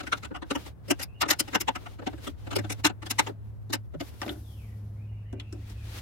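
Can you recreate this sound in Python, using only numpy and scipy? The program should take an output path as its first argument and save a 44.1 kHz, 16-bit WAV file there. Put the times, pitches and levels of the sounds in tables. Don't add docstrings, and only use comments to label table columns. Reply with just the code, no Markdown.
import sys
import numpy as np
from scipy import signal
from scipy.fft import rfft, irfft, next_fast_len
from scipy.io import wavfile
from scipy.ndimage import map_coordinates

SR = 44100
rng = np.random.default_rng(int(sys.argv[2]) if len(sys.argv) > 2 else 0)


def persist_wave(psi):
    counts = np.round(np.clip(psi, -1, 1) * 32767).astype(np.int16)
    wavfile.write(sys.argv[1], SR, np.atleast_2d(counts).T)


N = 265041

# frequency in Hz, relative level in dB per Hz.
AIR_SPECTRUM = [(68, -35.5), (115, -4), (250, -19), (693, -28.5), (1760, -41), (4360, -59.5), (12700, -57)]
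# time in seconds, hum in dB, rumble in dB before RUMBLE_TRIM_DB.
ENGINE_LEVELS = [(0, -50, -43.5), (0.75, -49, -44.5), (0.95, -39, -45.5), (1.2, -48, -45.5),
                 (2, -43, -46.5), (2.35, -46.5, -39.5), (2.6, -31, -44), (2.95, -41, -45.5),
                 (3.8, -37.5, -44.5), (4, -45, -42), (5, -35.5, -41.5), (6, -40.5, -37.5)]
# frequency in Hz, relative level in dB per Hz.
RUMBLE_SPECTRUM = [(20, -29), (45, -5), (75, 2.5), (95, -7), (120, -25), (210, -120)]
HUM_HZ, RUMBLE_TRIM_DB = 105.3, -4.5
# start in seconds, length in seconds, first pitch in Hz, last pitch in Hz, level in dB.
WHISTLES = [(1.08, .05, 2600, 2600, -66), (1.14, .07, 2800, 2900, -65), (4.43, .16, 3800, 2950, -70),
            (4.55, .19, 3000, 1850, -69.5), (4.96, .1, 2000, 2600, -72), (5.07, .16, 2900, 2700, -72),
            (5.11, .1, 2000, 2450, -71), (5.22, .22, 1650, 2500, -71), (5.25, .32, 3000, 2600, -70),
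            (5.61, .08, 1800, 2650, -68), (5.62, .3, 1850, 1750, -72), (5.76, .08, 2700, 2450, -66)]
GLIDE_EXPONENT, FUZZ_HZ = 1.6, 280
ECHO_DECAY_S, ECHO_DB = .7, 2
# centre in seconds, pitch in Hz, level in dB, half length in seconds.
THUMP = (3.98, 155, -39, .016)
# start in seconds, end in seconds, hiss at start and at end in dB before HISS_TRIM_DB.
STROKES = [(0, 0.185, -63, -61.5), (0.196, 0.473, -67.5, -81), (0.499, 0.681, -58.5, -55),
           (0.874, 1.032, -62.5, -63.5), (1.199, 1.539, -74.5, -55.5), (1.513, 1.948, -67, -63),
           (1.994, 2.303, -67.5, -63), (2.243, 2.3, -48, -55), (2.387, 2.805, -66.5, -62),
           (3.056, 3.289, -64, -54.5), (4.008, 4.089, -67.5, -54), (4.212, 4.326, -60, -61.5),
           (4.142, 5.247, -66, -86), (5.284, 5.724, -89, -58), (5.722, 5.99, -69.5, -48)]
GRIP_DB_PER_S, LET_GO_DB_PER_S = 503.5, 513.5
REST_DB, HISS_TRIM_DB = -83.5, 3.5
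# frequency in Hz, relative level in dB per Hz.
DRAG_SPECTRUM = [(150, -14.5), (250, 2.5), (1320, -14), (4030, -27.5), (7800, -60.5)]
# frequency in Hz, relative level in dB per Hz.
HISS_SPECTRUM = [(1000, -3), (3500, -1), (8200, -11.5), (16000, -16.5)]
# time in seconds, level in dB.
BAND_LEVELS = [(3.35, -14.5), (3.45, -1), (3.95, -1.5), (4.1, -5), (4.5, 5.5), (5.6, -14.5)]
# frequency in Hz, width in Hz, relative level in dB.
BAND_MODES = [(5130, 1800, -1.5), (11800, 2800, 0)]
# time in seconds, then frame, sheet, wrench, tap with chips in dB before TICK_DB.
TICKS = [(4.215, -34, -31, -36.5, -39.5), (4.228, -41, -34, -39, -59.5), (4.261, -30, -47, -47.5, -52.5),
         (4.278, -31, -41, -40.5, -52), (4.291, -32, -39.5, -33.5, -55), (5.326, -32, -46.5, -57, -58.5),
         (5.397, -48.5, -52.5, -39, -53.5), (5.524, -35, -51.5, -56, -48.5), (5.697, -49, -62, -69, -53.5)]
TICK_DB = 4
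# time in seconds, frame in dB, wrench in dB,
# brightness in dB per step from sheet over wrench and tap to chips.
SLIPS = [(0.008, -39, -40.5, -2), (0.038, -40, -49, 0), (0.075, -40, -39.5, -2), (0.131, -33, -26.5, -4.5),
         (0.179, -51, -49, 3), (0.236, -42.5, -43.5, -1.5), (0.253, -43.5, -41.5, 1),
         (0.316, -32.5, -61.5, -14.5), (0.353, -44, -44.5, -7), (0.366, -44, -44.5, -3),
         (0.428, -34.5, -46.5, -6), (0.513, -24.5, -31.5, -1), (0.559, -25.5, -34, -1),
         (0.666, -49, -50, 2), (0.889, -35.5, -48, 5.5), (0.912, -18, -24, 4.5), (1.002, -40, -40, 4),
         (1.018, -50, -38.5, 2.5), (1.034, -50.5, -39, 10.5), (1.219, -41.5, -24, 3.5),
         (1.232, -29.5, -32, -8), (1.262, -32.5, -44.5, -5.5), (1.293, -33, -30, 2.5),
         (1.311, -27.5, -20, 5.5), (1.332, -45, -33, 1.5), (1.403, -30, -27, 9), (1.485, -40, -44.5, 0),
         (1.538, -33, -39.5, -3.5), (1.555, -25, -22.5, 0.5), (1.613, -35.5, -32.5, 8),
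         (1.687, -27, -27, -4.5), (1.761, -37.5, -36, -1.5), (1.867, -52, -46, -5.5),
         (1.996, -39.5, -53, -6), (2.026, -37.5, -57.5, -10.5), (2.074, -27, -34.5, -4),
         (2.136, -36.5, -56, -5.5), (2.185, -44, -57.5, -1), (2.277, -31, -38.5, 0),
         (2.475, -37.5, -49, -4), (2.516, -34.5, -40, -1.5), (2.534, -38, -39.5, -1.5),
         (2.565, -21.5, -30, 5), (2.592, -28, -37, 1.5), (2.649, -34.5, -46.5, -4), (2.706, -33, -34.5, 4),
         (2.725, -46, -37.5, 7), (2.853, -19, -19, 2), (2.868, -43, -24.5, 3.5), (2.902, -33, -44, -4.5),
         (3.03, -42, -45.5, -2), (3.068, -43, -41, 2), (3.112, -37, -29.5, 7.5), (3.196, -26.5, -19.5, 1),
         (3.274, -36, -38, -2), (3.298, -32, -61.5, -13.5), (3.706, -34, -49.5, 0.5),
         (3.737, -30, -27.5, 4.5), (3.75, -34.5, -37, 4), (3.947, -34.5, -57.5, -5.5), (4.01, -30, -38, 1)]
SHEET_DB, TAP_DB, CHIPS_DB = 2, -6, -16.5
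# frequency in Hz, width in Hz, level in dB.
FRAME_MODES = [(271.3, 98, -0.5), (303.8, 56, 7.5), (400, 56, -10), (571.6, 60.4, -4)]
# frequency in Hz, width in Hz, level in dB.
SHEET_MODES = [(731, 71, 2), (892, 130, 0.5), (1301, 207, 0.5), (1513, 68, 2.5), (1791, 130, -3)]
# frequency in Hz, width in Hz, level in dB.
WRENCH_MODES = [(2015, 300, -3), (2880, 350, -2), (3450, 240, -5), (4090, 600, -8)]
# frequency in Hz, width in Hz, level in dB.
TAP_MODES = [(5090, 300, 6), (5640, 1400, -0.5), (7360, 660, 0), (8070, 510, -1.5)]
# frequency in Hz, width in Hz, level in dB.
CHIP_MODES = [(9760, 1700, -9.5), (11900, 360, -7), (13000, 2700, -15.5)]
# time in seconds, pitch in Hz.
CATCHES = [(0.132, 1400), (0.353, 2880), (0.56, 2915), (1.033, 11780), (1.219, 11800), (1.31, 11820),
           (1.687, 900), (2.073, 760), (2.279, 3300), (2.564, 390), (3.195, 890), (4.228, 750),
           (4.291, 3450), (5.397, 3330)]
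CATCH_DB = 13
# time in seconds, 1 for the fast-played part (left and right unrelated)
FAST_PLAYED = [(4.17, 1), (4.21, 0)]
# frequency in Hz, left minus right in dB.
LEFT_MINUS_RIGHT = [(100, 0), (800, 4), (2500, 1.5), (7000, 3), (15000, 8)]
TOP_HZ = 16100


def amp(db):
    return 10 ** (np.asarray(db) / 20)


def unit(x):
    return x / np.sqrt(np.mean(np.abs(x) ** 2) + 1e-20)


def along(points, hz):
    point_hz, values = np.transpose(points)
    return np.interp(np.log(hz + 1), np.log(point_hz + 1), values)


def curves(rows):
    s, *columns = np.transpose(rows)
    return [np.interp(np.arange(N) / SR, s, column) for column in columns]


def wobble(rate_hz):
    knots = rng.standard_normal(int(N * rate_hz / SR) + 4)
    return map_coordinates(knots, [np.arange(N) * rate_hz / SR])


def filtered(x, response):
    size = next_fast_len(N + SR // 2)
    return irfft(rfft(x, size) * response(np.fft.rfftfreq(size, 1 / SR)), size)[..., :N]


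def common_share(hz, mono_hz):
    return 1 / (1 + (hz / mono_hz) ** 2)


def noise(spectrum, mono_hz):
    left, right, common = filtered(rng.standard_normal((3, N)), lambda hz: amp(along(spectrum, hz)))
    apart = np.array([left, right])
    near = filtered(apart, lambda hz: np.sqrt(1 - common_share(hz, mono_hz)))
    near = near + filtered(common, lambda hz: np.sqrt(common_share(hz, mono_hz)))
    fast, = curves(FAST_PLAYED)
    return unit(fast * apart + (1 - fast) * near)


def body(modes, hz, scatter_db, steep, caught_hz=0):
    mode_hz, width_hz, db = (column[:, None] for column in np.transpose(modes))
    pitch_chance, level_chance = rng.standard_normal((2, len(modes), 1))
    distance_hz = np.abs(mode_hz - caught_hz)
    caught = distance_hz < np.minimum(distance_hz.min() + 1, mode_hz / 10)
    mode_hz = np.where(caught, caught_hz, mode_hz * (1 + 0.025 * pitch_chance))
    gain = amp(db + CATCH_DB * caught + scatter_db * level_chance)
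    sign = (-1.) ** np.arange(len(modes))[:, None]

    def resonance(damping):
        return damping / (mode_hz ** 2 - hz * hz + damping)

    damping = 1j * hz * width_hz
    return np.sum(sign * gain * resonance(damping) * resonance(damping * steep), axis=0)


def strike(rows, parts, shape, trail, trail_hz, mono_hz, lead_s):
    size = len(shape)
    hz, out = np.fft.rfftfreq(size, 1 / SR), np.zeros((2, N + 2 * size))
    share = common_share(hz, mono_hz)
    for s, *levels_db in rows:
        caught_hz = sum(pitch_hz for at_s, pitch_hz in CATCHES if abs(at_s - s) < .005)
        hit_noise, trail_noise = rng.standard_normal((2, 3, size))
        force = rfft(shape * hit_noise)
        force = force + rfft(trail * trail_noise) / (1 + 1j * hz / trail_hz) ** 2
        force = np.sqrt(1 - share) * force[:2] + np.sqrt(share) * force[2]
        sound = 0
        for part, db in zip(parts, levels_db):
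            ring = force * body(part, hz, scatter_db=3.5, steep=4.5, caught_hz=caught_hz)
            sound = sound + amp(db) * np.array([unit(side) for side in ring])
        at = round((s - lead_s) * SR) + size
        out[:, at:at + size] += np.linalg.norm(shape) * irfft(sound, size)
    return out[:, size:size + N]


def air():
    return amp(-52.5 + 1.7 * wobble(2.2)) * noise(AIR_SPECTRUM, mono_hz=450)


def engine():
    hum_db, rumble_db = curves(ENGINE_LEVELS)
    phase = 2 * np.pi * np.cumsum(HUM_HZ + 0.719 * wobble(9.8)) / SR
    apart = np.outer([1, -1], 0.79 * wobble(7.2) * curves(FAST_PLAYED)[0])
    hum = np.sin(phase + apart) + amp(-22 + 3 * wobble(3)) * np.sin(2 * phase + apart)
    low_tone = amp(-5 + 4 * wobble(9)) * np.sin(phase * 2 / 3 + apart)
    rumble = low_tone + noise(RUMBLE_SPECTRUM, mono_hz=700)
    return amp(hum_db + 1.0 * wobble(14)) * hum + amp(rumble_db + RUMBLE_TRIM_DB) * rumble


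def whistles():
    out = np.zeros((2, N))
    for start_s, length_s, from_hz, to_hz, db in WHISTLES:
        u = np.arange(round(length_s * SR)) / (length_s * SR)
        pitch_hz = to_hz + (from_hz - to_hz) * (1 - u) ** GLIDE_EXPONENT
        phase = 2 * np.pi * np.cumsum(pitch_hz) / SR
        knots = rng.standard_normal((4, 600))
        fuzz = [map_coordinates(k, [u * length_s * FUZZ_HZ]) for k in knots]
        a, b = np.reshape(fuzz, (2, 2, -1))
        tone = a * np.sin(phase) + b * np.cos(phase)
        out[:, round(start_s * SR):][:, :len(u)] += amp(db) * np.sin(np.pi * u) ** 0.2 * tone
    out = out * amp(2.5 * wobble(25))
    decay = amp(-60 * np.arange(SR // 2) / SR / ECHO_DECAY_S)
    tail = rng.standard_normal((2, SR // 2)) * decay
    echo = signal.fftconvolve(out, tail / np.linalg.norm(tail[0]), axes=1)[:, :N]
    return out + amp(ECHO_DB) * echo


def thump():
    s, hz, db, half_s = THUMP
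    t = np.arange(N) / SR - s
    return amp(db) * np.exp(-.5 * (t / half_s) ** 2) * np.sin(2 * np.pi * hz * t)


def effort_db():
    t, power = np.arange(N) / SR, amp(REST_DB) ** 2
    for start_s, end_s, first_db, last_db in STROKES:
        grip_db = GRIP_DB_PER_S * np.clip(start_s - t, 0, 1)
        let_go_db = LET_GO_DB_PER_S * np.clip(t - end_s, 0, 1)
        slide_db = np.interp(t, [start_s, end_s], [first_db, last_db])
        power = power + amp(slide_db - grip_db - let_go_db) ** 2
    return 10 * np.log10(power)


def scrape():
    stroke_db = effort_db()
    fast, = curves(FAST_PLAYED)
    stutter_db = (1 + fast) * wobble(40)
    fast_drag_db = 6 * fast
    drag_db = -26.0 + 0.59 * stroke_db + fast_drag_db + 2 * stutter_db
    drag = amp(drag_db) * noise(DRAG_SPECTRUM, mono_hz=456.4)
    hiss = noise(HISS_SPECTRUM, mono_hz=456)
    bands = filtered(rng.standard_normal((2, N)),
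                     lambda hz: body(BAND_MODES, hz, scatter_db=1, steep=6.8))
    hiss = hiss + amp(curves(BAND_LEVELS)[0]) * unit(bands)
    return drag + amp(stroke_db + HISS_TRIM_DB + stutter_db) * hiss


def ticks():
    t = np.arange(8192) / SR
    snap = amp(-60 * t / .05) * np.clip(t / .0015, 0, 1)
    trail = amp(-4 - 60 * t / .28)
    parts = [FRAME_MODES, SHEET_MODES, WRENCH_MODES, TAP_MODES + CHIP_MODES]
    return amp(TICK_DB) * strike(TICKS, parts, snap, trail, trail_hz=900, mono_hz=500, lead_s=0)


def slips():
    t = np.arange(8192) / SR - .03
    puff = np.exp(-.5 * (t / np.where(t < 0, .0054, .0055)) ** 2)
    trail = amp(1.5 - 60 * t / 0.066) * np.clip(t / 0.01, 0, 1)
    rows = []
    for s, frame_db, wrench_db, bright_db in SLIPS:
        sheet_db = wrench_db + SHEET_DB - bright_db
        tap_db = wrench_db + TAP_DB + bright_db
        chips_db = wrench_db + CHIPS_DB + 2 * bright_db
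        rows.append((s, frame_db, sheet_db, wrench_db, tap_db, chips_db))
    parts = [FRAME_MODES, SHEET_MODES, WRENCH_MODES, TAP_MODES, CHIP_MODES]
    return strike(rows, parts, puff, trail, trail_hz=3730, mono_hz=4.3, lead_s=0.031)


def scene():
    background = air() + engine() + whistles()
    return background + thump() + scrape() + ticks() + slips()


def record(dry):
    def response(hz):
        side_db = np.outer([.5, -.5], along(LEFT_MINUS_RIGHT, hz))
        return amp(side_db) * (hz < TOP_HZ)

    return filtered(dry, response)


dry = scene()
out = record(dry)
persist_wave(out)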